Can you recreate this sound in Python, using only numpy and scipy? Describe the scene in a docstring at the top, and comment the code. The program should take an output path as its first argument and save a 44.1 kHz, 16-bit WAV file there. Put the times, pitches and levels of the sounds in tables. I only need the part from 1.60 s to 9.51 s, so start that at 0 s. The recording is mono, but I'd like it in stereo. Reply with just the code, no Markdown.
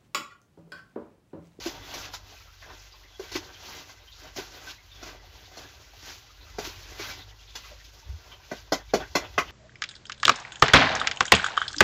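"""Inside a wooden shed, feed is stirred by hand in a plastic tub close by, a little right of the microphones.
Noise-like clicks make the grain that slides and crunches with the strokes and settles after raps;
short noisy rings are stray kernels. The scoop knocks the tub, then raps its rim five times:
decaying wall modes with a slap and a crack. The floor thumps once in slow sines; narrow noise makes
faint peeps and low murmurs. Low noise rumbles and a wavering sine pair hums far off beneath it all."""
import sys
import numpy as np
from scipy import signal
from scipy.fft import rfft, irfft
from scipy.io import wavfile

SR = 44100
rng = np.random.default_rng(int(sys.argv[2]) if len(sys.argv) > 2 else 0)


def generate_wav(sig):
    """Save sig (samples, or channels by samples) to the path in sys.argv[1] as 16-bit PCM at SR."""
    pcm = np.round(np.clip(np.atleast_2d(sig).T, -1, 1) * 32767).astype(np.int16)
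    wavfile.write(sys.argv[1], SR, pcm)


N = 348816

# low outdoor rumble over time: (t/s, rms level/dB)
RUMBLE_LEVEL = [(0, -56.5), (1.43, -62.5), (1.94, -57.5), (2.58, -63), (3.33, -58), (4.85, -57), (5.0, -54),
                (5.48, -53), (5.86, -60.5), (6.28, -58.5), (6.96, -57), (7.53, -53.5), (7.91, -51)]
# rumble spectrum: (f/Hz, level/dB per Hz)
RUMBLE_TONE = [(20, -63), (32, -39), (42, -1), (52, 3), (70, 5.5), (100, 1.5), (125, -7), (200, -23),
               (400, -69)]
# hum of a far machine: (t/s, centre f/Hz, rms level/dB, rms level of its octave/dB)
FAR_HUM = [(0, 48, -58, -62), (.8, 48, -57.5, -56.5), (.9, 48.03, -57, -69), (1.45, 47.95, -60, -68),
           (1.78, 48.96, -58, -58), (1.98, 49, -66, -68), (2.5, 49, -60.5, -67), (3.74, 49, -55.5, -67),
           (3.96, 51, -62, -70), (4.7, 49, -63, -65), (5.0, 49, -51.5, -58.5), (5.6, 49.5, -55, -59),
           (6.3, 51.06, -57.5, -71.5), (6.69, 52.06, -63, -74), (7.23, 52, -52.5, -64),
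           (7.91, 52, -57, -66)]
# feed trickling between the swells: (t/s, grain level/dB, low crunch against grain/dB)
TRICKLE = [(0, -50, 9.5), (.6, -57.5, 3.5), (.85, -55, -14.5), (1.25, -52.5, -6.5), (1.42, -56.5, -5.5),
           (1.9, -54, 2), (2.42, -58.5, 0), (2.55, -52.5, -18), (3.2, -56.5, -2), (3.35, -53, -3),
           (3.6, -58.5, 2), (3.8, -52, -1.5), (4.2, -54.5, -8.5), (4.8, -55, -0.5), (4.93, -53, -1.5),
           (5.75, -56.5, -1), (5.9, -53, -6.5), (6.4, -54, -3), (6.72, -56, -1), (7.1, -58.5, 4),
           (7.43, -55.5, -1.5), (7.85, -54, 3.5)]
# swells of sliding feed: strokes, and feed settling after the raps: (t at full strength/s, rise/s,
# hold/s, fall/s, grain level/dB, low crunch against grain/dB)
SLIDES = [(0.064, 0.11, .01, 0.075, -35.5, -19), (0.327, 0.13, 0.13, 0.055, -41, 0),
          (0.538, 0.03, 0.0084, 0.033, -41, -3), (0.713, 0.14, .02, 0.22, -51, -2),
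          (1.11, 0.11, 0.012, 0.058, -58.5, 13), (1.624, 0.042, 0.023, 0.22, -46, -3.5),
          (1.76, 0.054, 0.0068, 0.03, -34.5, -10), (1.82, .05, 0.054, 0.21, -54, 4),
          (2.043, 0.059, .06, 0.17, -46, -2), (2.173, 0.24, 0.023, 0.079, -42, -1.5),
          (2.292, 0.039, .01, 0.084, -51, -6), (2.65, 0.081, 0.0092, 0.11, -52, 7.5),
          (2.771, 0.016, 0.031, 0.095, -37, -4.5), (2.943, 0.084, .02, 0.16, -48, 2),
          (3.096, 0.14, 0.014, 0.04, -41, -7.5), (3.469, 0.082, 0.013, 0.1, -44.5, 2.5),
          (3.98, 0.053, .01, 0.22, -47.5, 5), (4.466, 0.13, 0.047, 0.13, -42.5, -6),
          (5.007, .02, .02, 0.13, -43.5, 1), (5.051, 0.037, .01, 0.098, -35, -8),
          (5.2, .1, 0.11, .15, -48, -3), (5.419, 0.088, 0.089, 0.07, -37, -6.5),
          (5.583, 0.11, 0.023, 0.061, -51.5, 6.5), (5.955, 0.025, .01, 0.094, -48.5, 0),
          (6.038, .06, 0.018, 0.14, -48.5, -13), (6.688, 0.084, 0.033, 0.075, -55.5, 7.5),
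          (6.964, 0.16, 0.013, 0.096, -48.5, 0.5), (7.184, 0.037, 0.017, 0.034, -54.5, 14),
          (7.29, 0.028, 0.014, 0.049, -56.5, -12), (7.398, .05, 0.022, 0.036, -49, 10.5),
          (7.62, 0.081, 0.024, 0.049, -52.5, 12), (7.9, 0.16, .02, .1, -55, 15)]
# spectrum of the sliding feed: (f/Hz, level/dB per Hz)
GRAIN_TONE = [(100, -47), (250, -13.5), (500, -11.5), (1000, -6), (1600, -7.5), (2400, -1.5), (3500, -2.5),
              (5500, -3), (9000, -6), (16000, 1.5)]
# modes of the tub wall: (f/Hz, base level/dB, base t60/s)
TUB_MODES = [(153.5, -9, 0.073), (202, -9, 0.059), (275.6, -6, 0.06), (338.4, -3.5, 0.054),
             (393, 0.5, 0.048), (449, 3, 0.023), (588, -5, 0.051), (690, 2.5, 0.041), (894, 7, 0.014),
             (1012, -10.5, 0.11), (1094, -3.5, 0.043), (1381, 2, 0.012), (1534, 4.5, 0.026),
             (1790, -25, 0.042), (2037, 3.5, 0.027), (2350, -1, 0.024), (2624, 3, 0.013),
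             (3114, -11, 0.062), (3433, 1, 0.03), (4300, 14, 0.026), (4320, -11, 0.03), (4800, -2, 0.03),
             (5400, -10, 0.025), (5800, -18, .04)]
# scoop on the tub: (t/s, level/dB, favoured f/Hz, far low modes/dB, middle modes/dB, crack/dB,
# ring-time factor, left against right/dB)
KNOCKS = [(.058, -20, 330, -18, -17, -25.5, 0.78, -3), (.337, -37.5, 700, -16, 3.5, -4.5, 0.39, -1),
          (.536, -33.5, 1000, -19, 1, -11, 0.46, -1.5), (1.021, -46, 1010, -23, -2, -26, 0.8, -5),
          (1.096, -37.5, 1082, -10, -3.5, -35, 0.61, -6), (1.594, -27, 402, -31, -20.5, -28.5, 0.98, -7),
          (1.715, -38.5, 369, -14, -8, -8, 0.86, -3), (1.752, -18, 322, -18.5, -13, -25, 0.81, -5.5),
          (2.292, -46, 611, -15, -3, -11.5, 0.86, -1), (2.473, -63, 660, -10, -14, -18, 0.52, -3),
          (2.628, -50, 685, -7, -13, -8, 0.97, 1), (2.761, -38, 690, 5.5, -1, -11, 0.44, -4),
          (2.782, -17, 328, -30, -18.5, -33, 0.66, -5.5), (3.426, -31.5, 340, -11, -10, -19.5, 0.47, -2),
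          (3.969, -41, 695, -3, -20, -10.5, 1, -2), (4.983, -22, 398, -8, -13.5, -21.5, 0.75, -4.5),
          (5.068, -31, 337, -26, -18, -28, 0.86, -3), (5.394, -25, 416, -14, -10, -27, 0.6, -6),
          (5.952, -42.5, 510, -8.5, 2, -1, 0.8, -5), (6.24, -50.5, 288, -19, -26, -8, 0.87, -1),
          (6.717, -49, 900, -24, -5, -33, 0.92, -2), (6.913, -25, 640, -2, -10, -25, 0.76, -4),
          (7.12, -11.5, 448, -9, -11.5, -21, 0.83, -4), (7.335, -7, 467, -7.5, -15, -27, 0.71, -2.5),
          (7.551, -9, 474, -9, -8.5, -22, 0.75, -2), (7.778, -5.5, 1140, -11, -7, -31, 0.53, -2)]
# lone kernels, short noisy rings each at one pitch: (t/s, f/Hz, peak level/dB)
PINGS = [(.72, 680, -45.5), (.87, 1338, -48), (1.323, 4780, -46), (1.533, 3316, -47), (1.936, 3150, -44),
         (2.081, 1010, -38.5), (2.125, 2120, -39.5), (2.472, 3100, -43), (2.649, 1540, -46),
         (3.066, 1540, -38.5), (3.18, 2090, -43), (3.311, 3620, -45.5), (3.35, 3404, -43.5),
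         (3.484, 1330, -45), (3.875, 732, -48), (4.33, 680, -48), (4.869, 1291, -46), (5.39, 2248, -34),
         (5.41, 2500, -34), (5.44, 1540, -36), (5.445, 2100, -39), (5.486, 1540, -33), (5.495, 2300, -37),
         (6.111, 590, -43), (6.246, 3500, -46), (6.714, 3170, -35)]
# faint hoarse peeps and low murmurs, narrow noise swells:
# (t/s, length/s, centre f/Hz, rms level before its swell/dB)
PEEPS_AND_MURMURS = [(0.755, .04, 2600, -54.5), (1.015, 0.047, 1700, -53), (1.421, .08, 1950, -59),
                     (6.026, .06, 1147, -52.5), (6.192, .04, 1800, -55.5), (1.47, 0.089, 3350, -62),
                     (2.515, 0.032, 3700, -49), (3.31, .07, 3600, -68), (4.8, .06, 3890, -54),
                     (5.57, 0.08, 3770, -48), (5.685, 0.032, 3310, -52.5), (5.82, .03, 3600, -61),
                     (5.865, 0.06, 3600, -51.5), (6.27, 0.026, 3220, -62), (6.95, 0.046, 3400, -53),
                     (7.29, .03, 3450, -52), (7.64, .04, 2800, -50), (7.86, 0.058, 2900, -48)]
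# dull thumps through the floor: (t/s, f/Hz, level/dB)
THUMPS = [(6.459, 71.2, -33), (6.49, 68.4, -19.5), (6.526, 83, -24.5)]
# microphone response: (f/Hz, level/dB)
MIC_RESPONSE = [(20, 1), (6200, 3), (7200, -3.5), (7900, -15.5), (8600, -43.5), (9500, -22.5),
                (11000, -14.5), (13000, -12.5), (15000, -14), (22050, -33)]

LEFT_DB, LEFT_LAG = -6, 8   # left port against the right: level/dB, delay/samples
SHED_T60_S, SHED_LEFT_DB = 0.13, -4   # reflections: decay, left port against the right
KNOCK_SHED_DB = 1.5   # reflections against the direct knock
RUMBLE_WAVER_DB, RUMBLE_WAVER_HZ = 1.0, 5
HUM_WAVER_DB, HUM_WAVER_HZ = 2.5, 1.22   # spread of level and of pitch
SWELL_DB = 15   # a slide gains this over its rise and loses it over its fall
TRICKLE_WAVER_DB, CRUNCH_WAVER_DB = 1.2, 2.2
PATCHY_DB = 1.8   # spread of each grain band's own swelling
WALL_HUM_DB = -17   # middle wall modes under the sliding grain, against the grain
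SPLIT_HZ = 29   # roughness: random spread of each blow's twin-mode offset at 500 Hz
FAINT_PINGS_PER_S, FAINT_PING_DB = 16, -49   # random pings: rate, loudest level
PING_CYCLES, SKITTER_S = 60, 0.0082   # longest ring (t60) in cycles, fade of the skitter
PEEP_WIDTH = 0.1   # share of the pitch, to either side
CUTOFF_HZ = 15700


def from_db(db):
    """Decibels to gain."""
    return 10 ** (np.asarray(db) / 20)


def rms_one(x):
    """Scale to rms 1."""
    return x / np.sqrt(np.mean(np.square(x)) + 1e-20)


def in_time(rows):
    """Columns of a time curve, joined by straight lines to one value per sample."""
    s, *columns = np.transpose(rows)
    return [np.interp(np.arange(N) / SR, s, c) for c in columns]


def drift(rate):
    """Slow chance of rms 1: noise through two low-pass poles at the rate (Hz)."""
    r = np.exp(-2 * np.pi * rate / SR)
    wander = signal.lfilter([1], [1, -2 * r, r * r], rng.standard_normal(N + SR))
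    return rms_one(wander[SR:])


def colour(x, points):
    """Causal (minimum-phase) filter through (f/Hz, level/dB) points."""
    hz, db = np.transpose(points)
    grid = np.linspace(1, SR / 2, 4097)
    log_gain = np.interp(np.log(grid), np.log(hz), db) * np.log(10) / 20
    cepstrum = irfft(log_gain)
    # fold the cepstrum onto positive time
    cepstrum[1:4096] *= 2
    cepstrum[4097:] = 0
    response = irfft(np.exp(rfft(cepstrum)))
    return signal.oaconvolve(x, response[None], axes=-1)[:, :N]


def band(x, low_hz, high_hz):
    """Band-pass."""
    return signal.sosfilt(signal.butter(2, [low_hz, high_hz], "band", fs=SR, output="sos"), x)


def ring(clicks, hz, t60):
    """Two-pole resonance: a unit click sets a decaying sine of starting height 1 ringing."""
    r, w = from_db(-60 / (t60 * SR)), 2 * np.pi * hz / SR
    return signal.lfilter([0, np.sin(w)], [1, -2 * r * np.cos(w), r * r], clicks + 1e-18)


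def placed(x):
    """The source is nearer the right port: the left one hears it later and softer."""
    return np.array([from_db(LEFT_DB) * np.roll(x[0], LEFT_LAG), x[1]])


def shed(x, wet_db):
    """Dense reflections off planks and clutter, different at each port, weak and alike in the bass."""
    t = np.arange(SR // 3) / SR
    noise = rng.standard_normal((3, len(t)))
    shared = from_db(-7.5) * band(noise[0], 120, 607)
    own = band(noise[1:], 690, 13800)
    decay = from_db(-60 * t / SHED_T60_S) * (1 - np.exp(-t / 0.0014))
    echoes = (shared + own) * decay
    echoes = echoes / np.sqrt(np.sum(echoes ** 2, axis=1, keepdims=True))
    gain = from_db(wet_db + np.array([[SHED_LEFT_DB], [0]]))
    return gain * signal.oaconvolve(x, echoes, axes=-1)[:, :x.shape[1]]


def rumble():
    """Low outdoor noise that swells and sinks, and a far hum with its octave, nearly alike at both ports."""
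    mid, side = rms_one(colour(rng.standard_normal((2, N)), RUMBLE_TONE))
    level = from_db(in_time(RUMBLE_LEVEL)[0] + RUMBLE_WAVER_DB * drift(RUMBLE_WAVER_HZ))
    hz, low_db, octave_db = in_time(FAR_HUM)
    phase = 2 * np.pi * np.cumsum(hz + HUM_WAVER_HZ * drift(2.9)) / SR
    low = from_db(low_db + HUM_WAVER_DB * drift(4.0)) * np.sin(phase)
    octave = from_db(octave_db + HUM_WAVER_DB * drift(4.0)) * np.sin(2 * phase)
    mid = level * mid + np.sqrt(2) * (low + octave)   # root 2 turns rms into sine height
    left = from_db(-2.5) * (mid + 0.03 * level * side)
    right = mid - 0.073 * level * side
    return np.array([left, right])


def sliding_levels():
    """Gains of grain and crunch: the powers of a wavering trickle and of each slide's swell, hold, fall add."""
    t = np.arange(N) / SR
    trickle_db, crunch_db = in_time(TRICKLE)
    grain = from_db(2 * (trickle_db + TRICKLE_WAVER_DB * drift(16.0)))
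    crunch = grain * from_db(2 * crunch_db)
    for s, rise, hold, fall, db, low_db in SLIDES:
        start = max(round((s - 3 * rise) * SR), 0)
        near = slice(start, round((s + hold + 3 * fall) * SR))
        before = (s - t[near]) / rise
        after = (t[near] - s - hold) / fall
        away = np.maximum(np.maximum(before, after), 0)   # 0 during the hold
        power = from_db(2 * (db - SWELL_DB * away))
        grain[near] += power
        crunch[near] += power * from_db(2 * low_db)
    return np.sqrt(grain), np.sqrt(crunch) * from_db(CRUNCH_WAVER_DB * drift(7.8))


def grains(per_s, spread_db):
    """Kernels click at random moments, in uneven size and either sign; rms 1."""
    sizes = from_db(spread_db * np.minimum(rng.exponential(1, N), 5)) * rng.choice([-1, 1], N)
    return rms_one(sizes * (rng.random(N) < per_s / SR))


def patchy(rattle):
    """Each band of the rattle swells and sinks a little on its own; rms 1."""
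    edges = np.geomspace(110, 19000, 12)
    total = 0
    for k in range(11):
        sign = (-1) ** k   # neighbouring bands join without a dip
        total = total + sign * from_db(PATCHY_DB * drift(14.0)) * band(rattle, edges[k], edges[k + 1])
    return rms_one(total)


def wall_crunch():
    """Kernels drag on the wall: sparse clicks ring each mode below 3500 Hz for a shortened time; rms 1."""
    return rms_one(sum(from_db(db) * ring(grains(140, 2.95), hz, 0.52 * t60)
                       for hz, db, t60 in TUB_MODES if hz < 3500))


def wall_hum(around):
    """The rattle at each port keeps the strong middle wall modes humming, each wavering; rms 1."""
    modes = [(hz, db) for hz, db, _ in TUB_MODES if 1000 < hz < 2500 and db > 0]
    return rms_one([sum(from_db(db + 3.0 * drift(4.0)) * ring(side, hz, .12) for hz, db in modes)
                    for side in around])


def feed():
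    """Kernels rattle over each other (bright) and drag on the wall, which hums in its modes."""
    grain, crunch = sliding_levels()
    near, *around = colour(np.array([grains(6000, 2.0) for _ in range(3)]), GRAIN_TONE)
    # the hand keeps moving, so the reflected rattle is ever new at each port; the bass stays alike
    around = np.array(around)
    rattle = placed([near, near]) + from_db(8.5) * band(around, 410, 20100)
    sliding = from_db(4.0) * grain * (patchy(rattle) + from_db(WALL_HUM_DB) * wall_hum(around))
    wall = from_db(-6.0) * crunch * wall_crunch()
    wall = np.array([wall, wall])
    return sliding + placed(wall) + shed(wall, -0.81)


def knocks():
    """Each blow favours the modes near where it lands, cracks, and meets the shed from a new spot."""
    t, out = np.arange(SR // 2) / SR, np.zeros((2, N + SR))
    hz, mode_db, t60 = np.array(TUB_MODES).T[:, :, None]
    for s, level_db, favoured_hz, far_db, middle_db, crack_db, ring_time, pan_db in KNOCKS:
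        near_db = -24.0 * np.abs(np.log2(hz / favoured_hz))
        floor_db = np.select([hz < 800, hz < 2900], [far_db, middle_db], crack_db - 1.5)
        share_db = np.maximum(near_db, floor_db) + 2 * rng.standard_normal(hz.shape)
        # a twin beside each mode, drawn anew for every blow, roughens it
        twin_hz = hz + SPLIT_HZ * rng.standard_normal(hz.shape) * np.sqrt(hz / 500)
        pair = np.sin(2 * np.pi * hz * t) + 0.44 * np.sin(2 * np.pi * twin_hz * t)
        rings = from_db(mode_db + share_db - 60 * t / (ring_time * t60)) * pair
        modes = rings[::2].sum(axis=0) - rings[1::2].sum(axis=0)   # alternate signs
        # the feed slaps the wall and loose kernels jump off it for a few milliseconds
        noise = rng.standard_normal((2, len(t)))
        slap = from_db(middle_db + 14 - 60 * t / 0.023) * band(noise[0], 540, 2200)
        crack = from_db(crack_db + 20.5 - 60 * t / 0.053) * band(noise[1], 2750, 22000)
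        crack = crack * (1 - np.exp(-t / 0.0026))
        # the contact builds over two milliseconds
        blow = (modes + slap + crack) * (1 - np.exp(-(t / 0.0022) ** 2))
        # allow for the level step that placed() adds
        blow = from_db(level_db + (pan_db - LEFT_DB) * np.array([[.5], [-.5]])) * blow
        at = round(s * SR)
        out[:, at:at + len(t)] += placed(blow) + shed(blow, KNOCK_SHED_DB)
    return out[:, :N]


def faint_pings():
    """Stray kernels at random moments, pitches (600 to 4800 Hz) and levels (down to 8 dB softer)."""
    gap, pitch, softness = rng.random((300, 3)).T
    times = np.cumsum(-np.log(gap)) / FAINT_PINGS_PER_S
    rows = zip(times, 600 * 8 ** pitch, FAINT_PING_DB - 8 * softness)
    return [row for row in rows if row[0] < N / SR]


def pings():
    """A kernel skitters on the wall for some milliseconds: a noise burst makes a short ring at one pitch."""
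    t, out = np.arange(SR // 5) / SR, np.zeros((2, N + SR))
    for s, hz, db in PINGS + faint_pings():
        skitter = rng.standard_normal(len(t)) * (1 - np.exp(-t / 0.0024)) * np.exp(-t / SKITTER_S)
        ping = ring(skitter, hz, min(PING_CYCLES / hz, .02))
        ping = from_db(db) * np.array([ping, ping]) / np.abs(ping).max()
        at = round(s * SR)
        out[:, at:at + len(t)] += placed(ping) + shed(ping, -0.4)
    return out[:, :N]


def peeps_and_murmurs():
    """Narrow, flickering noise that swells and fades, unlike at the two ports."""
    t, out = np.arange(SR // 5) / SR, np.zeros((2, N + SR))
    for s, length, hz, db in PEEPS_AND_MURMURS:
        noise = rng.standard_normal((2, len(t)))
        noise = rms_one(band(noise, hz * (1 - PEEP_WIDTH), hz * (1 + PEEP_WIDTH)))
        swell = np.sin(np.pi * np.minimum(t / length, 1))
        at = round(s * SR)
        out[:, at:at + len(t)] += from_db(db) * swell * noise
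    return out[:, :N]


def thumps():
    """The boards swing a few slow cycles: soft-edged, decaying low sines."""
    t, out = np.arange(SR // 2) / SR, np.zeros(N + SR)
    for s, hz, db in THUMPS:
        envelope = from_db(db - 60 * t / 0.16) * (1 - np.exp(-t / 0.012))
        at = round(s * SR)
        out[at:at + len(t)] += envelope * np.sin(2 * np.pi * hz * t)
    return placed([out[:N], out[:N]])


def scene():
    """Tub in the shed over the rumble, with faint peeps and murmurs."""
    return rumble() + feed() + knocks() + pings() + peeps_and_murmurs() + thumps()


def record(dry):
    """Microphone colour with its deep treble dip, then the steep cut at the top."""
    top_cut = signal.cheby2(12, 60, 1.04 * CUTOFF_HZ, fs=SR, output="sos")
    return signal.sosfilt(top_cut, colour(dry, MIC_RESPONSE))


dry = scene()
out = record(dry)
generate_wav(out)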